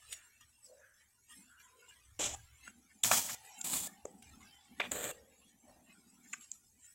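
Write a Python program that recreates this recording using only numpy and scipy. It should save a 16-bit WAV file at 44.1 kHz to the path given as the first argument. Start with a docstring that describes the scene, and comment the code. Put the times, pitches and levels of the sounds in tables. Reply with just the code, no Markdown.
"""Two stiff sketchbook pages are turned by hand on a table, close to a mono microphone in a quiet room.
First fingers brush the paper, with soft low thuds, small snaps and faint hollow swishes.
From about 2 to 5 s the pages turn: each snaps as it bends, then slides over its neighbour in short,
dense rustles that stop when the edge comes free. Between the turns and after them the hand brushes
the paper and nudges the book, and a few last snaps come after 6 s."""
import sys
import numpy as np
from scipy import signal
from scipy.fft import rfft, irfft, next_fast_len
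from scipy.io import wavfile
from scipy.ndimage import uniform_filter1d, map_coordinates

SR = 44100
rng = np.random.default_rng(int(sys.argv[2]) if len(sys.argv) > 2 else 0)


def transcribe(signal):
    """Save signal, clipped to [-1, 1], as a 16-bit WAV file at the path in sys.argv[1]."""
    frames = np.atleast_2d(signal).T
    limited = np.clip(frames, -1, 1)
    pcm = np.round(limited * 32767).astype(np.int16)
    wavfile.write(sys.argv[1], SR, pcm)


N = 306054
T = np.arange(N) / SR
FREQS = np.maximum(np.fft.rfftfreq(N, 1 / SR), 1)


def undb(db):
    """Decibels to gain."""
    return 10 ** (np.asarray(db) / 20)


def unit(x):
    """Scale to rms 1."""
    return x / np.sqrt(np.mean(x ** 2))


def eq_curve(tone):
    """Gain at every frequency, drawn through (freq_hz, gain_db) points."""
    hz, db = np.transpose(tone)
    return undb(np.interp(np.log(FREQS), np.log(hz), db))


def colour(x, tone):
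    """EQ a signal and scale it to rms 1."""
    return unit(irfft(rfft(x) * eq_curve(tone), N))


def resonate(x, hz, width_hz):
    """A damped resonance with steep skirts, centred in time on its push."""
    size = next_fast_len(len(x))
    freqs = np.maximum(np.fft.rfftfreq(size, 1 / SR), 1)
    detune = (freqs - hz ** 2 / freqs) / width_hz
    return irfft(rfft(x, size) / np.sqrt(1 + detune ** 4), size)[:len(x)]


def drift(rate_hz):
    """Smooth random modulation at rms 1."""
    hold = max(int(SR / rate_hz), 2)
    steps = np.repeat(rng.standard_normal(N // hold + 1), hold)[:N]
    return unit(uniform_filter1d(steps, hold))


def swell(peak_s, rise_s, fade_s):
    """Span and envelope of a soft touch: exponential attack, exponential decay."""
    span = slice(max(int((peak_s - 6 * rise_s) * SR), 0), int((peak_s + 6 * fade_s) * SR))
    return span, np.exp(np.minimum((T[span] - peak_s) / rise_s, (peak_s - T[span]) / fade_s))


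def friction(slips_per_s, spread_db, smooth_db):
    """Paper fibres catch and slip: dense clicks of uneven size over a smooth hiss."""
    slips = (rng.random(N) < slips_per_s / SR) * rng.choice([-1, 1], N)
    sizes = undb(spread_db * np.minimum(rng.exponential(size=N), 4))
    return unit(unit(slips * sizes) + undb(smooth_db) * rng.standard_normal(N))


def band_flicker(x, depth_db, hold_s, band_hz):
    """A watery effect: now and then a narrow band swells out of the rest."""
    size = 1024
    hz, s, spectrum = signal.stft(x, SR, nperseg=size)
    field = rng.standard_normal((size, size))
    grid = np.meshgrid(hz / band_hz, s / hold_s, indexing="ij")
    wander = map_coordinates(field, grid, order=2, mode="wrap")
    gain = undb(depth_db * np.clip(wander, -.5, 2))
    return unit(signal.istft(spectrum * gain, SR, nperseg=size)[1][:N])


# EQ of the background hiss: freq_hz, gain_db
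BACKGROUND_TONE = [(100, -2), (300, 0), (1000, -17), (2500, -15.5), (4200, -21.5), (6500, -2.5),
                   (8000, -4.5), (11000, 1), (15500, -13)]

def background_hiss(level_db=-80):
    """A faint, steady bed of noise."""
    return colour(rng.standard_normal(N), BACKGROUND_TONE) * undb(level_db)


# EQ of skin rubbing on paper: freq_hz, gain_db
SKIN_TONE = [(300, -12.5), (550, -15.5), (800, -7), (1100, -8.5), (1600, -7.5), (2500, -6.5), (3500, -7.5),
             (5000, -15.5), (7000, -28)]
# EQ of the fine hiss on top of the rub: freq_hz, gain_db
FINE_HISS_TONE = [(3500, -27), (5200, -1), (6300, 2), (7300, 7.5), (8200, 7), (9500, -8.5), (11000, 3.5),
                  (13000, -15), (15500, -11.5)]
# finger moves on the page: peak_s, rise_s, fade_s, skin_db, centre_hz, hiss_db
BRUSHES = [ (0.02, 0.091, 0.24, -62, 3060, -63), (0.124, 0.028, 0.036, -55, 3040, -50),
           (0.41, 0.0023, 0.027, -62, 3740, -61.5), (0.659, 0.024, 0.026, -72.5, 2400, -56),
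           (1.02, 0.054, 0.062, -73.5, 1490, -68.5), (1.31, 0.017, 0.092, -60.5, 3240, -56.5),
           (1.605, 0.017, 0.063, -62.5, 1880, -64.5), (1.89, 0.062, 0.12, -62.5, 1920, -66),
           (2.669, 0.072, 0.036, -58, 1790, -60), (2.92, 0.07, 0.036, -69.5, 1670, -68),
           (3.45, 0.13, 0.21, -60, 2230, -60), (3.6, 0.063, 0.09, -70, 3030, -55.5),
           (4.227, 0.0022, 0.14, -61.5, 2000, -63.5), (4.407, 0.0026, 0.26, -61, 2600, -66.5),
           (4.87, 0.086, 0.047, -63.5, 2390, -59.5), (5.42, 0.012, 0.075, -68, 2960, -71),
           (5.72, 0.05, 0.057, -70.5, 1500, -75.5), (5.89, 0.024, 0.094, -65.5, 1610, -77.5),
           (6.33, 0.089, 0.082, -65, 1650, -59), (6.41, 0.002, 0.056, -61.5, 3500, -58.5),
           (6.54, 0.022, 0.065, -96, 4170, -60), (6.869, 0.058, 0.11, -72.5, 3880, -61.5)]

def fingers(rest_skin_db=-82, rest_hiss_db=-73.5, emphasis_db=1.5):
    """Skin brushes the page in short moves, and freed sheets drag on a little."""
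    drags = [(release_s, 0.019, 0.14, -64.5, 1900, -67.5) for release_s in RELEASES_S]
    rub = friction(slips_per_s=900, spread_db=3, smooth_db=1)
    # a faint, watery flicker of narrow bands is laid over the rubbing noise
    rub = band_flicker(rub, depth_db=12, hold_s=.05, band_hz=110)
    skin = colour(rub, SKIN_TONE)
    out = skin * undb(rest_skin_db)  # the resting hand is never quite still
    hiss_power = np.full(N, undb(rest_hiss_db) ** 2)
    for peak_s, rise_s, fade_s, skin_db, centre_hz, hiss_db in BRUSHES + drags:
        span, speed = swell(peak_s, rise_s, fade_s)
        patch = np.roll(skin, rng.integers(N))[span]  # every move meets fresh paper
        emphasis = undb(emphasis_db) * resonate(patch, centre_hz, width_hz=0.98 * centre_hz)
        out[span] += unit(patch + emphasis) * speed * undb(skin_db)
        hiss_power[span] += (speed * undb(hiss_db)) ** 2
    return out + np.sqrt(hiss_power) * colour(rub, FINE_HISS_TONE)


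# EQ of the thuds and room rumble: freq_hz, gain_db
RUMBLE_TONE = [(20, -18), (45, -19), (62, -5), (72, 1), (82, -10), (115, -8), (200, -44.5)]
# soft low thuds: peak_s, fade_s, level_db
THUDS = [(0.092, 0.048, -67), (0.435, 0.054, -68.5), (2.293, 0.13, -52), (3.184, 0.06, -58),
         (3.778, 0.055, -56.5), (4.048, 0.03, -65), (4.313, 0.11, -63), (4.97, 0.13, -58),
         (5.72, 0.074, -69.5), (6.687, 0.05, -70)]

def thuds(rumble_db=-82.5):
    """The page pushes air or the book shifts: low swells out of the room's faint rumble."""
    power = np.full(N, undb(rumble_db) ** 2)
    for peak_s, fade_s, level_db in THUDS:
        span, envelope = swell(peak_s, 0.75 * fade_s, fade_s)
        power[span] += (envelope * undb(level_db)) ** 2
    return colour(rng.standard_normal(N), RUMBLE_TONE) * np.sqrt(power)


# EQ of a snap's broadband crack: freq_hz, gain_db
CRACK_TONE = [(100, -16.5), (1000, -11.5), (3000, 9), (6000, -8), (9000, 14.5), (12500, -10.5), (15500, -1)]
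# sheet snaps and finger taps: peak_s, length_ms, body_hz, width_hz, body_db, crisp_db, crack_db
SNAPS = [ (0.1286, 4.2, 3100, 1500, -43, -55, -39), (0.137, 6.1, 2820, 1800, -51, -55, -46),
         (2.197, 2.1, 403, 400, -37.5, -62, -68), (2.209, 12, 530, 219, -41.5, -42, -57),
         (2.2417, 2.4, 3430, 1500, -36.5, -39, -55), (2.342, 13, 776, 150, -48, -46, -66),
         (2.679, 2.9, 1290, 648, -43, -54.5, -72), (3.0377, 2.8, 3330, 895, -26.5, -23, -31),
         (3.047, 3.9, 2020, 2500, -32, -28, -39), (3.094, 1.7, 1190, 1200, -42, -56, -50.5),
         (3.1161, 2.1, 2370, 1960, -23, -27.5, -46), (3.115, 2.1, 773, 622, -21, -46, -46),
         (3.12, 4.7, 1445, 390, -28.5, -46, -35), (3.137, 16, 950, 893, -34.5, -49.5, -50),
         (3.3, 15, 1500, 2110, -43.5, -44, -62), (3.6147, 3.8, 4200, 2420, -47.5, -36, -49.5),
         (3.737, 4.8, 1500, 2000, -43, -53, -37), (4.0552, 3.25, 520, 279, -35, -43.5, -67),
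         (4.226, 3.6, 2920, 3090, -61, -67, -53.5), (4.805, 5.4, 1640, 1580, -33.5, -65, -78),
         (4.816, 5.4, 2420, 600, -32.5, -70, -84), (4.9182, 0.69, 2620, 2000, -36.5, -23.5, -31.5),
         (5.0424, 1.35, 2010, 1854, -38.5, -37.5, -51), (6.335, 5.3, 2300, 718, -38, -38.5, -63),
         (6.34, 6.1, 1490, 600, -43, -46, -65), (6.5172, 1.7, 4130, 2480, -57, -33, -58)]

def snaps(crisp_hz=7090, crisp_width_hz=960, flick_lead_s=0.004):
    """A quick buckle cracks the sheet and rings its body and crisp edge; long strokes end in a flick."""
    out, size = np.zeros(N), 8192
    crack = colour(rng.standard_normal(N), CRACK_TONE)
    flicks = [(release_s - flick_lead_s, 3, 705, 550, -49, -52, -58) for release_s in RELEASES_S]
    for peak_s, length_ms, body_hz, width_hz, body_db, crisp_db, crack_db in SNAPS + flicks:
        first = int(peak_s * SR) - size // 2
        span = slice(first, first + size)
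        push = np.exp(-2 * ((T[span] - peak_s) * 1000 / length_ms) ** 2)
        body, edge = rng.standard_normal((2, size)) * push
        layers = [(resonate(body, body_hz, width_hz), body_db),
                  (resonate(edge, crisp_hz, crisp_width_hz), crisp_db),
                  (crack[span] * push, crack_db)]
        out[span] += sum(unit(layer) * undb(db) for layer, db in layers) * np.sqrt(np.mean(push ** 2))
    return out


# faint hollow swishes: peak_s, fade_s, centre_hz, width_hz, level_db
SWISHES = [(0.195, 0.11, 1630, 446, -66), (0.719, 0.057, 550, 108, -56.5), (0.84, 0.096, 1610, 367, -63.5),
           (1.38, 0.046, 225, 74.6, -60), (1.533, 0.11, 1475, 241, -63.5), (1.685, 0.14, 1017, 47.2, -70),
           (1.77, 0.088, 450, 104, -69.5), (3.549, 0.65, 799, 110, -63), (5.035, 0.11, 490, 134, -52),
           (5.694, 0.081, 693, 263, -62.5)]

def swishes():
    """Narrow bands of noise that swell quickly and die away more slowly."""
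    out, noise = np.zeros(N), rng.standard_normal(N)
    for peak_s, fade_s, centre_hz, width_hz, level_db in SWISHES:
        span, envelope = swell(peak_s, 0.37 * fade_s, fade_s)
        out[span] += unit(resonate(noise[span], centre_hz, width_hz)) * envelope * undb(level_db)
    return out


def sheet_ring(x, t60_s, ring_db):
    """The stiff sheet rings briefly with many close modes."""
    modes = rng.standard_normal(SR // 4) * undb(-60 * T[:SR // 4] / t60_s)
    ring = signal.fftconvolve(x, modes / np.linalg.norm(modes))[:N]
    return unit(x + undb(ring_db) * ring)


# envelope of each sheet-on-sheet stroke, from contact to release: time_s, level_db
SWING = [(2.192, -37.5), (2.208, -34), (2.26, -34), (2.29, -41), (2.325, -45.5), (2.352, -47)]
FOLD = [(3.034, -31.5), (3.053, -29), (3.101, -37.5), (3.122, -29.5), (3.175, -29), (3.23, -39.5),
        (3.28, -42.5), (3.302, -41.5), (3.35, -43.5)]
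SMOOTH = [(3.643, -37), (3.69, -39), (3.735, -34.5), (3.77, -33.5), (3.795, -38), (3.877, -43)]
LIFT = [(4.80, -27.5), (4.816, -45.5), (4.83, -44), (4.855, -47.5), (4.874, -48.5)]
SWEEP = [(4.914, -39), (4.94, -41.5), (5.0, -41.5), (5.05, -39.5), (5.09, -42.5), (5.116, -42.5)]
RELEASES_S = [stroke[-1][0] for stroke in (SWING, FOLD, SMOOTH, SWEEP)]  # ends of the long strokes
# EQ of each stroke: freq_hz, gain_db
SWING_TONE = [(29, -38), (50, -22), (77, -12), (192, -13.5), (227, -11), (771, -6.5), (1050, -14),
              (1970, -13), (3340, -5), (4450, -18.5), (6080, -5), (7370, 0), (9820, -23), (11300, -22.5),
              (15500, -36)]
FOLD_TONE = [(47, -40), (80, -21.5), (114, -4.5), (149, -13.5), (236, -10), (368, -22), (480, -17),
             (932, -7), (1060, -17), (3080, -12.5), (3290, -6.5), (3590, -14.5), (5710, -8), (7100, -2),
             (9600, -11), (15800, -13)]
SMOOTH_TONE = [(59, -36), (100, -12.5), (170, -8), (249, -3), (460, -19.5), (544, -11.5), (687, -12.5),
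               (985, -9), (1120, -15.5), (1670, -17), (3440, -9.5), (5840, -13.5), (7370, 2), (9500, -7.5),
               (15800, -11)]
LIFT_TONE = [(59, -55.5), (100, -9), (403, -1), (487, 7), (601, 9), (1460, 3), (2320, 7.5), (3540, 5.5),
             (4750, -21.5), (7250, -23), (10600, -58), (11500, -20), (15500, -36)]
SWEEP_TONE = [(59, -47), (100, -10.5), (209, -9.5), (293, -8), (589, 1.5), (956, -13), (1800, -5),
              (2130, -13), (3690, -11.5), (5400, -29.5), (7250, -3), (8410, -6.5), (9740, -25),
              (14200, -11.5), (15500, -20)]

def slides():
    """Sheet slides on sheet: it grips at once, eases as it relaxes and stops when the edge lets go."""
    rub = friction(slips_per_s=2500, spread_db=2, smooth_db=-1.5)
    rub = sheet_ring(rub, t60_s=0.23, ring_db=-8)
    rub *= undb(1.13 * drift(rate_hz=130))  # the grip comes and goes
    out = np.zeros(N)
    for stroke, tone in [(SWING, SWING_TONE), (FOLD, FOLD_TONE), (SMOOTH, SMOOTH_TONE),
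                         (LIFT, LIFT_TONE), (SWEEP, SWEEP_TONE)]:
        time_s, level_db = np.transpose(stroke)
        gate = 1. * ((T > time_s[0]) & (T < time_s[-1]))
        contact = uniform_filter1d(gate, size=170)  # 4 ms fades
        out += colour(rub, tone) * contact * undb(np.interp(T, time_s, level_db))
    return out


# EQ of the book shifting on the table: freq_hz, gain_db
NUDGE_TONE = [(60, -28), (120, -15.5), (180, 3), (235, 7.5), (320, -4), (450, -15), (620, -27), (790, -9.5),
              (950, -26), (1300, -32)]
# spells of the hand nudging the book: start_s, end_s, level_db
NUDGES = [(2.666, 2.84, -68.5), (2.93, 3.04, -72), (3.595, 3.972, -66), (4.07, 4.496, -65.5),
          (4.71, 4.827, -63), (4.83, 4.943, -55.5), (5.126, 5.601, -73), (5.63, 6.39, -69),
          (6.482, 6.78, -78.5)]

def nudges(bumps_per_s=12, bump_depth_db=4.5, edge_s=0.018, rest_db=-92):
    """While the hand works at the book, it shifts on the table in dull, uneven bumps."""
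    push = undb(rest_db)
    for start_s, end_s, level_db in NUDGES:
        outside_s = np.maximum(np.maximum(start_s - T, T - end_s), 0)
        push = np.maximum(push, undb(level_db) / (1 + (outside_s / edge_s) ** 2))
    pace_hz = bumps_per_s * (1 + 0.3494 * drift(rate_hz=8))
    jerks = np.sin(2 * np.pi * np.cumsum(pace_hz) / SR)
    scuff = colour(rng.standard_normal(N), NUDGE_TONE)
    return push * unit(scuff * undb(bump_depth_db * jerks))


# EQ of the wall reflections: freq_hz, gain_db
WALL_TONE = [(100, -8.5), (500, 3.5), (2000, -0.5), (5000, -1), (15000, 0)]

def room(x, t60_s, wet_db):
    """The walls add a weak reverb tail to the direct sound."""
    tail = rng.standard_normal(SR) * undb(-60 * T[:SR] / t60_s)
    walls = rfft(tail / np.linalg.norm(tail), N) * eq_curve(WALL_TONE)
    return x + undb(wet_db) * irfft(rfft(x) * walls, N)


def scene():
    """All sources at one microphone, the same in both channels; reverb on slides and snaps only."""
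    hiss = background_hiss()
    pages = room(slides() + snaps(), t60_s=0.25, wet_db=-14.5)
    mono = pages + fingers() + nudges() + swishes() + thuds() + hiss
    return np.array([mono, mono])


def record(dry):
    """A steep low-pass cuts the very top."""
    cutoff_hz = 15900
    return signal.sosfilt(signal.ellip(10, .2, 70, cutoff_hz, fs=SR, output="sos"), dry)


dry = scene()
out = record(dry)
transcribe(out)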